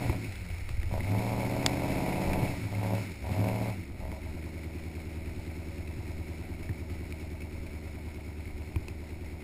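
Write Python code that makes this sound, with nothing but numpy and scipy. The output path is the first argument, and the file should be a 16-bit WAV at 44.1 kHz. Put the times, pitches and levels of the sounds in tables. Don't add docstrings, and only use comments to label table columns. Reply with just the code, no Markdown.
import sys
import numpy as np
from scipy import signal
from scipy.fft import rfft, irfft, next_fast_len
from scipy.io import wavfile
from scipy.ndimage import uniform_filter1d, map_coordinates

SR = 44100
rng = np.random.default_rng(int(sys.argv[2]) if len(sys.argv) > 2 else 0)


def level_to_linear(level):
    exponent = np.asarray(level, float) / 20
    return 10 ** exponent


def wav_record(signal):
    frames = np.transpose(np.atleast_2d(signal))
    bounded = np.clip(frames, -1, 1)
    quanta = np.round(bounded * 32767).astype(np.int16)
    wavfile.write(sys.argv[1], SR, quanta)


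N = 415863

# time in seconds, firings per second in Hz.
FIRING_RATE = [(0.0, 127.89), (0.346, 94.89), (0.873, 62.68), (1.164, 110.37), (2.063, 135.4),
               (2.457, 136.47), (2.672, 103.62), (3.034, 107.97), (3.196, 57.77), (3.429, 109.35),
               (3.697, 113.48), (3.879, 65.26), (3.996, 63.26), (4.297, 78.18), (6.941, 77.91),
               (7.255, 76.7), (8.3, 75.32), (9.43, 77.03)]
# time in seconds, opening from 0 to 1.
THROTTLE = [(0, 0.81), (.12, 0.78), (.36, 0.01), (.82, 0.15), (.94, 0.89), (1.025, 0.65), (1.15, 0.89),
            (2.44, 0.92), (2.6, 0.53), (2.93, 0.96), (3.0, 0.74), (3.15, 0.17), (3.25, 0.73), (3.46, 0.94),
            (3.66, 0.85), (3.86, 0.29), (4.04, 0.71), (4.36, 0.53)]
# thump and knock times in firing steps,
# then thump, knock and bark levels in dB.
CRAWL_BEATS = [(-0.25, -0.53, 1.5, -2.3, -30.5), (0.54, 0.2, 0.4, 7.7, -5.3), (1.78, 1.4, -1.3, 4.0, -30.5),
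               (2.4, 2.05, -1.9, 4.0, -7.3), (3.76, 3.47, 3.4, 6.1, -30.5), (4.37, 4.01, 5.2, 9.5, -30.5),
               (5.81, 5.43, 4.7, 8.4, -30.5), (6.37, 6.13, -3.4, 3.0, -2.2)]
PULL_BEATS = [(.42, .47, -4.3, -6, 6.5), (1.02, 1.21, -12, -4, 2), (1.22, 2.2, 4.9, 7, -30),
              (3.59, 3, 8.1, 5, -.2), (3.46, 4.51, 6.3, 1, 9.5), (3.82, 5.06, -2.8, 3, -2.1),
              (6.22, 6.76, 4.5, -8, -1.7), (6.06, 6.95, -10.4, -5, 4.8)]
MANIFOLD_MS = [0, 3.2, 0, 4.87, 0, 6.32, 0, 4.86]
# time in firing steps, level in dB.
POPS = [(.6, -9), (1.4, -2), (2.6, -3), (3.7, -10), (4.52, -1), (5.68, -5), (6.4, -7), (7.52, 0)]
# centre in Hz, width in Hz, level in dB.
SILENCER_MODES = [(168, 48, -12), (306, 76, -.8), (313, 63, -.2), (368, 36, -18)]
# centre in Hz, width in Hz, level in dB.
DRONE_MODES = [(187.4, 14.4, -2.5), (281.8, 20, -9)]
# centre in Hz, width in Hz, level in dB.
PIPE_MODES = [(72, 19, -6.4), (100, 12, 5)]
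# centre in Hz, width in Hz, level in dB.
TAIL_MODES = [(394, 89, -0.5), (470, 11, -6), (559, 10.3, 15.5), (639.6, 20, 14.5), (735, 39, 10),
              (866, 24, 9.5), (953, 26, 8)]
# opening from 0 to 1, then thump, knock and bark levels in dB.
BREATH = [
    (0, -52.5, -61.5, -79),
    (.4, -42.5, -42, -65.5),
    (0.702, -38.5, -45.5, -46),
    (1, -36, -38, -33.5),
]
# firing rate in Hz, width in Hz, thump gain in dB, knock gain in dB.
PIPE_BOOM = (106, 9.4, 5.2, 2.6)
# multiple of the firing rate, level against the knock in dB.
SUNG_ORDERS = [(2, -5), (2.5, -3.5), (3, -8.5), (3.5, -14), (4.25, -11), (4.75, -15.5), (5.5, -16)]
# time in firing steps, level in dB.
VALVE_CLOSINGS = [(.05, 13), (1.2, 12.5), (2.2, 10), (3.2, 14), (4.2, 17), (5.2, 12), (6, 7), (7.1, 15)]
# frequency in Hz, spectral density in dB per Hz.
CASE_COLOUR = [(560, -7), (950, -9.5), (1140, -18.5), (1230, -11), (1530, -11), (1710, -13), (2240, 1.5),
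               (2310, -2), (2770, -11.5), (2990, -15), (3180, -18.5), (4250, -12.5), (4690, -18),
               (5220, -12), (5900, -19.5), (7670, -27), (13000, -120)]
# time in seconds, gain in dB.
DRIFT = [(0, 0.5), (.7, 5.5), (1.25, 1.5), (2.9, 0.5), (3.2, 5), (3.5, 0), (7.6, -.5), (8.6, -2),
         (9.43, -2)]
# start in seconds, peak in dB, ring in Hz, crack and dull knock in dB.
TAPS = [(0.0962, -32.5, 2240, -12, 6), (0.3561, -44.5, 2630, 11.5, -10), (0.6905, -50, 2560, 21.5, -6),
        (0.831, -36, 1950, -3, -5), (1.006, -29.5, 2060, -18, -10), (1.6623, -16.5, 2230, 9, -15),
        (4.117, -38, 2170, -9, -1), (6.692, -35.5, 1820, -17, -5), (7.1242, -35.5, 2330, -2, -25),
        (8.1454, -48.5, 2230, 6, 3), (8.4555, -39, 2146, -18, -18), (8.507, -45, 2180, -8, -12),
        (8.6203, -48, 2570, -8, -4), (8.7598, -34, 2420, -9, 1), (8.8834, -33.5, 2550, -5.5, -7)]
# start in seconds, peak in dB, panel frequency in Hz.
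BUMPS = [(0.052, -13, 118), (0.094, -6, 78), (0.277, -17, 87), (0.705, -15, 99), (0.779, -14, 80),
         (0.83, -25, 79), (0.922, -12, 78), (2.424, -6, 116), (5.977, -18, 103), (6.694, -11.5, 105),
         (8.76, -8, 92), (8.905, -23, 88.5)]
# frequency in Hz, spectral density in dB per Hz.
ROAD_COLOUR = [(15, -5), (32, -4.5), (55, -7), (100, -3.5), (200, -91)]
# time in seconds, rumble swell in dB.
RUTS = [(.17, -2), (.8, 8), (1.0, 7.5), (2.05, 4.5), (2.3, 10.5), (3.6, 2), (4.05, 11), (4.35, 5),
        (5.38, 4), (5.7, 3), (6.15, 6), (6.62, 9.5), (7.59, 4), (8.5, 9), (8.77, 5)]

FLYWHEEL_S, CRAWL_HZ = .08, 78
LABOUR_DB_PER_100HZ_S, STALL_DB_PER_OCTAVE, KNOCK_DB_PER_OCTAVE = 2.5, 14, 6.5
SING_DB_PER_OCTAVE, OVERRUN_DB = 23, -51
CLATTER_DB, CLATTER_DB_PER_OCTAVE, CLATTER_LOAD_DB = -55.5, 9.5, 4
RUT_S, FAST_DB, SLOW_DB, BRAKE_S = 0.084, -41.5, -47.5, 2.6
HOLD_HZ, TOP_HZ = 12000, 15050


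def unit(x):
    return x / np.sqrt(np.mean(x ** 2) + 1e-20)


def steady(x):
    power = np.abs(uniform_filter1d(x ** 2, size=SR // 6))
    return x / np.sqrt(power + 1e-12)


def curves(rows):
    s, *columns = np.transpose(rows)
    return [np.interp(np.arange(N) / SR, s, column) for column in columns]


def wobble(rate):
    knots = rng.standard_normal(int(N * rate / SR) + 4)
    return map_coordinates(knots, [np.arange(N) * rate / SR])


def filtered(x, response):
    m = next_fast_len(N + SR // 2)
    return irfft(rfft(x, m) * response(np.fft.rfftfreq(m, 1 / SR)), m)[:N]


def colour(points):
    f, db = np.transpose(points)
    return lambda hz: level_to_linear(np.interp(np.log(hz + 1), np.log(f), db, right=-120))


def modes(rows, turn=-1):
    def response(f):
        total = 0
        for k, (centre, width, db) in enumerate(rows):
            damping = 1j * f * width
            total = total + turn ** k * level_to_linear(db) * damping / (centre * centre - f * f + damping)
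        return total
    return response


def speed():
    return uniform_filter1d(curves(FIRING_RATE)[0], size=round(FLYWHEEL_S * SR), mode="nearest")


def effort():
    throttle, hz, drift_db = curves(THROTTLE)[0], speed(), curves(DRIFT)[0]
    opening, *laws = np.transpose(BREATH)
    thump_db, knock_db, bark_db = [np.interp(throttle, opening, law) for law in laws]
    boom_hz, boom_width, boom_thump_db, boom_knock_db = PIPE_BOOM
    boom = 1 / (1 + (2 * (hz - boom_hz) / boom_width) ** 2 / 4)
    octaves = np.log2(hz / CRAWL_HZ)
    labour = np.maximum(np.gradient(hz) * SR / 100, 0) * np.clip((hz - 70) / 12, 0, 1)
    slope = np.where(octaves < 0, STALL_DB_PER_OCTAVE, KNOCK_DB_PER_OCTAVE)
    thump_db = thump_db + boom_thump_db * boom + LABOUR_DB_PER_100HZ_S * labour
    knock_db = knock_db + boom_knock_db * boom * labour + slope * octaves
    clatter_db = CLATTER_DB + CLATTER_DB_PER_OCTAVE * octaves + CLATTER_LOAD_DB * throttle + drift_db
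    away_db = np.minimum(drift_db, 0)
    return thump_db + away_db, knock_db + away_db, bark_db + away_db, clatter_db


def beats(steps, sizes_db, scatter_db, jitter, lag_ms=0):
    crank = np.cumsum(speed()) / SR
    at = np.arange(-1, crank[-1] // 8 + 1)[:, None] * 8 + np.asarray(steps)
    chance = rng.standard_normal((2,) + at.shape)
    at = at + jitter * chance[0]
    size = level_to_linear(np.asarray(sizes_db) + scatter_db * chance[1]) * (at > 0) * (at < crank[-1])
    sample = np.interp(at, crank, np.arange(N)) + np.asarray(lag_ms) * SR / 1000
    return np.bincount(sample.astype(int).ravel(), size.ravel(), N + SR)[:N]


def firing_train(load, time_column, level_column):
    crawl, pull = np.transpose(CRAWL_BEATS), np.transpose(PULL_BEATS)
    light = beats(crawl[time_column], crawl[level_column], 1, .01, MANIFOLD_MS)
    heavy = beats(pull[time_column], pull[level_column], 1, .01, MANIFOLD_MS)
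    return (1 - load) * light + load * heavy


def pipe_thump(load):
    hz = speed()
    thump = steady(filtered(firing_train(load, 0, 2), modes(PIPE_MODES)))
    gathering = np.clip(np.gradient(hz) * SR / 100, 0, 2)
    near_stall = hz < 70
    hum = .3 + .7 * load + .6 * gathering + .5 * near_stall
    return thump + hum * np.cos(2 * np.pi * np.cumsum(hz) / SR)


def silencer_knock(load):
    knock = firing_train(load, 1, 3)
    return filtered(knock, modes(SILENCER_MODES)) + filtered(load * knock, modes(DRONE_MODES))


def tail_bark(load, bark_db):
    pops = beats(*np.transpose(POPS), 2, .01, lag_ms=2)
    crack = (1 - load) * firing_train(load, 1, 4) + load * pops
    rush = filtered(crack, lambda hz: 1 / (1 + 1j * hz / 25)) * rng.standard_normal(N)
    bark = steady(filtered(crack, modes(TAIL_MODES, turn=1)))
    bark = bark + (.8 - .45 * load) * steady(filtered(rush, modes(TAIL_MODES)))
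    snap = steady(filtered(crack, modes([(860, 260, 0)])))
    bark = bark + .5 * load * level_to_linear(3 * wobble(12)) * snap
    bark = filtered(bark, lambda hz: 1 / (1 + 1.4j * hz / 1050 - (hz / 1050) ** 2) ** 2)
    push = steady(filtered(crack, modes([(330, 420, 0)])))
    return bark + .3 * load * push * (bark_db < 0)


def exhaust():
    thump_db, knock_db, bark_db, _ = effort()
    load = np.clip((bark_db + 53) / 6, 0, 1)
    thump = level_to_linear(thump_db) * steady(pipe_thump(load))
    knock = level_to_linear(knock_db) * steady(silencer_knock(load))
    return thump + knock + level_to_linear(bark_db) * steady(tail_bark(load, bark_db))


def singing():
    hz = speed()
    crank, throttle = np.cumsum(hz) / SR, np.clip(curves(THROTTLE)[0], 0, 1)
    lines = 0
    for multiple, db in SUNG_ORDERS:
        multiple = np.round(multiple * 8) / 8
        level = level_to_linear(db + 1.05 * wobble(7.25))
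        lines = lines + level * np.cos(2 * np.pi * multiple * crank + 0.89 * wobble(4.6))
    pulling = throttle ** 2 * level_to_linear(effort()[1] + SING_DB_PER_OCTAVE * np.log2(hz / 135))
    coasting = (1 - throttle) ** 3 * np.clip((hz - 72) / 12, 0, 1)
    overrun = level_to_linear(OVERRUN_DB + 4 * wobble(15)) * coasting * np.cos(4 * np.pi * crank)
    return pulling * lines + overrun


def valves():
    closings = beats(*np.transpose(VALVE_CLOSINGS), scatter_db=3, jitter=0.062)
    swell = unit(filtered(closings, lambda hz: 1 / (1 + 1j * hz / 30) / (1 + 1j * hz / 120)))
    hiss = (1 + .4 * swell) * level_to_linear(1.2 * wobble(14)) * rng.standard_normal(N)
    chirp = filtered(swell ** 2 * rng.standard_normal(N), modes([(2230, 210, -17.0), (2630, 18, -12)]))
    clatter = steady(unit(filtered(hiss, colour(CASE_COLOUR))) + 0.26 * unit(chirp))
    return level_to_linear(np.maximum(effort()[3], -57.5) + 1.5) * clatter


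def body():
    out, t = np.zeros(N + SR), np.arange(SR // 8) / SR
    for s, db, hz, crack_db, dull_db in TAPS:
        ring = np.sin(2 * np.pi * hz * t) * level_to_linear(-60 * t / 0.015)
        crack = rng.standard_normal(len(t)) * (level_to_linear(-60 * t / .008) + .12 * level_to_linear(-60 * t / .03))
        dull = np.sin(2 * np.pi * 950 * t) * level_to_linear(-60 * t / 0.011)
        dull = dull + np.sin(2 * np.pi * 330 * t) * level_to_linear(-60 * t / 0.061)
        tap = ring + level_to_linear(crack_db) * crack + level_to_linear(dull_db) * dull
        onset = 1 - np.exp(-t / .0002)
        out[round(s * SR):][:len(t)] += level_to_linear(db + 3) * tap * onset
    for s, db, hz in BUMPS:
        swing = np.sin(2 * np.pi * hz * t) * (t / 0.01) * np.exp(1 - t / 0.0065)
        out[round(s * SR):][:len(t)] += level_to_linear(db - 10) * swing
    return out[:N]


def rumble_db():
    t = np.arange(N) / SR
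    rolling_db = SLOW_DB + (FAST_DB - SLOW_DB) / (1 + np.exp((t - BRAKE_S) / .05))
    return rolling_db + sum(db * np.exp(-((t - s) / RUT_S) ** 2) for s, db in RUTS)


def road():
    lumps = level_to_linear(2 * wobble(9))
    rumble = unit(lumps * filtered(rng.standard_normal(N), colour(ROAD_COLOUR)))
    roar_colour = colour([(60, -68), (120, 6.0), (350, 2.0), (500, -2.5), (1100, -36.0)])
    rolling = unit(filtered(rng.standard_normal(N), roar_colour))
    return level_to_linear(rumble_db()) * rumble + level_to_linear(-57) * rolling


def scene():
    return (exhaust() + singing() + valves() + body() + road())[None]


def thinned(x, floor_db):
    hz, _, z = signal.stft(x, SR, nperseg=2048)
    band = uniform_filter1d(np.abs(z) ** 2, size=12, axis=0)
    keep = (band > level_to_linear(2 * floor_db)) | (hz[:, None] < 4000)
    return signal.istft(z * keep, SR, nperseg=2048)[1][:N]


def top_cut(x):
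    return signal.sosfilt(signal.butter(12, 16480, fs=SR, output="sos"), x)


def record(dry):
    base = filtered(dry[0], lambda hz: 1 / np.sqrt(1 + (hz / 5650) ** 50))
    sampled = base * (1 + 2 * np.cos(2 * np.pi * HOLD_HZ * np.arange(N) / SR))
    held = filtered(sampled, lambda hz: np.sinc(hz / HOLD_HZ) * np.where(hz < TOP_HZ, 1, level_to_linear(-19)))
    return top_cut(thinned(held, floor_db=-99)[None])


dry = scene()
out = record(dry)
wav_record(out)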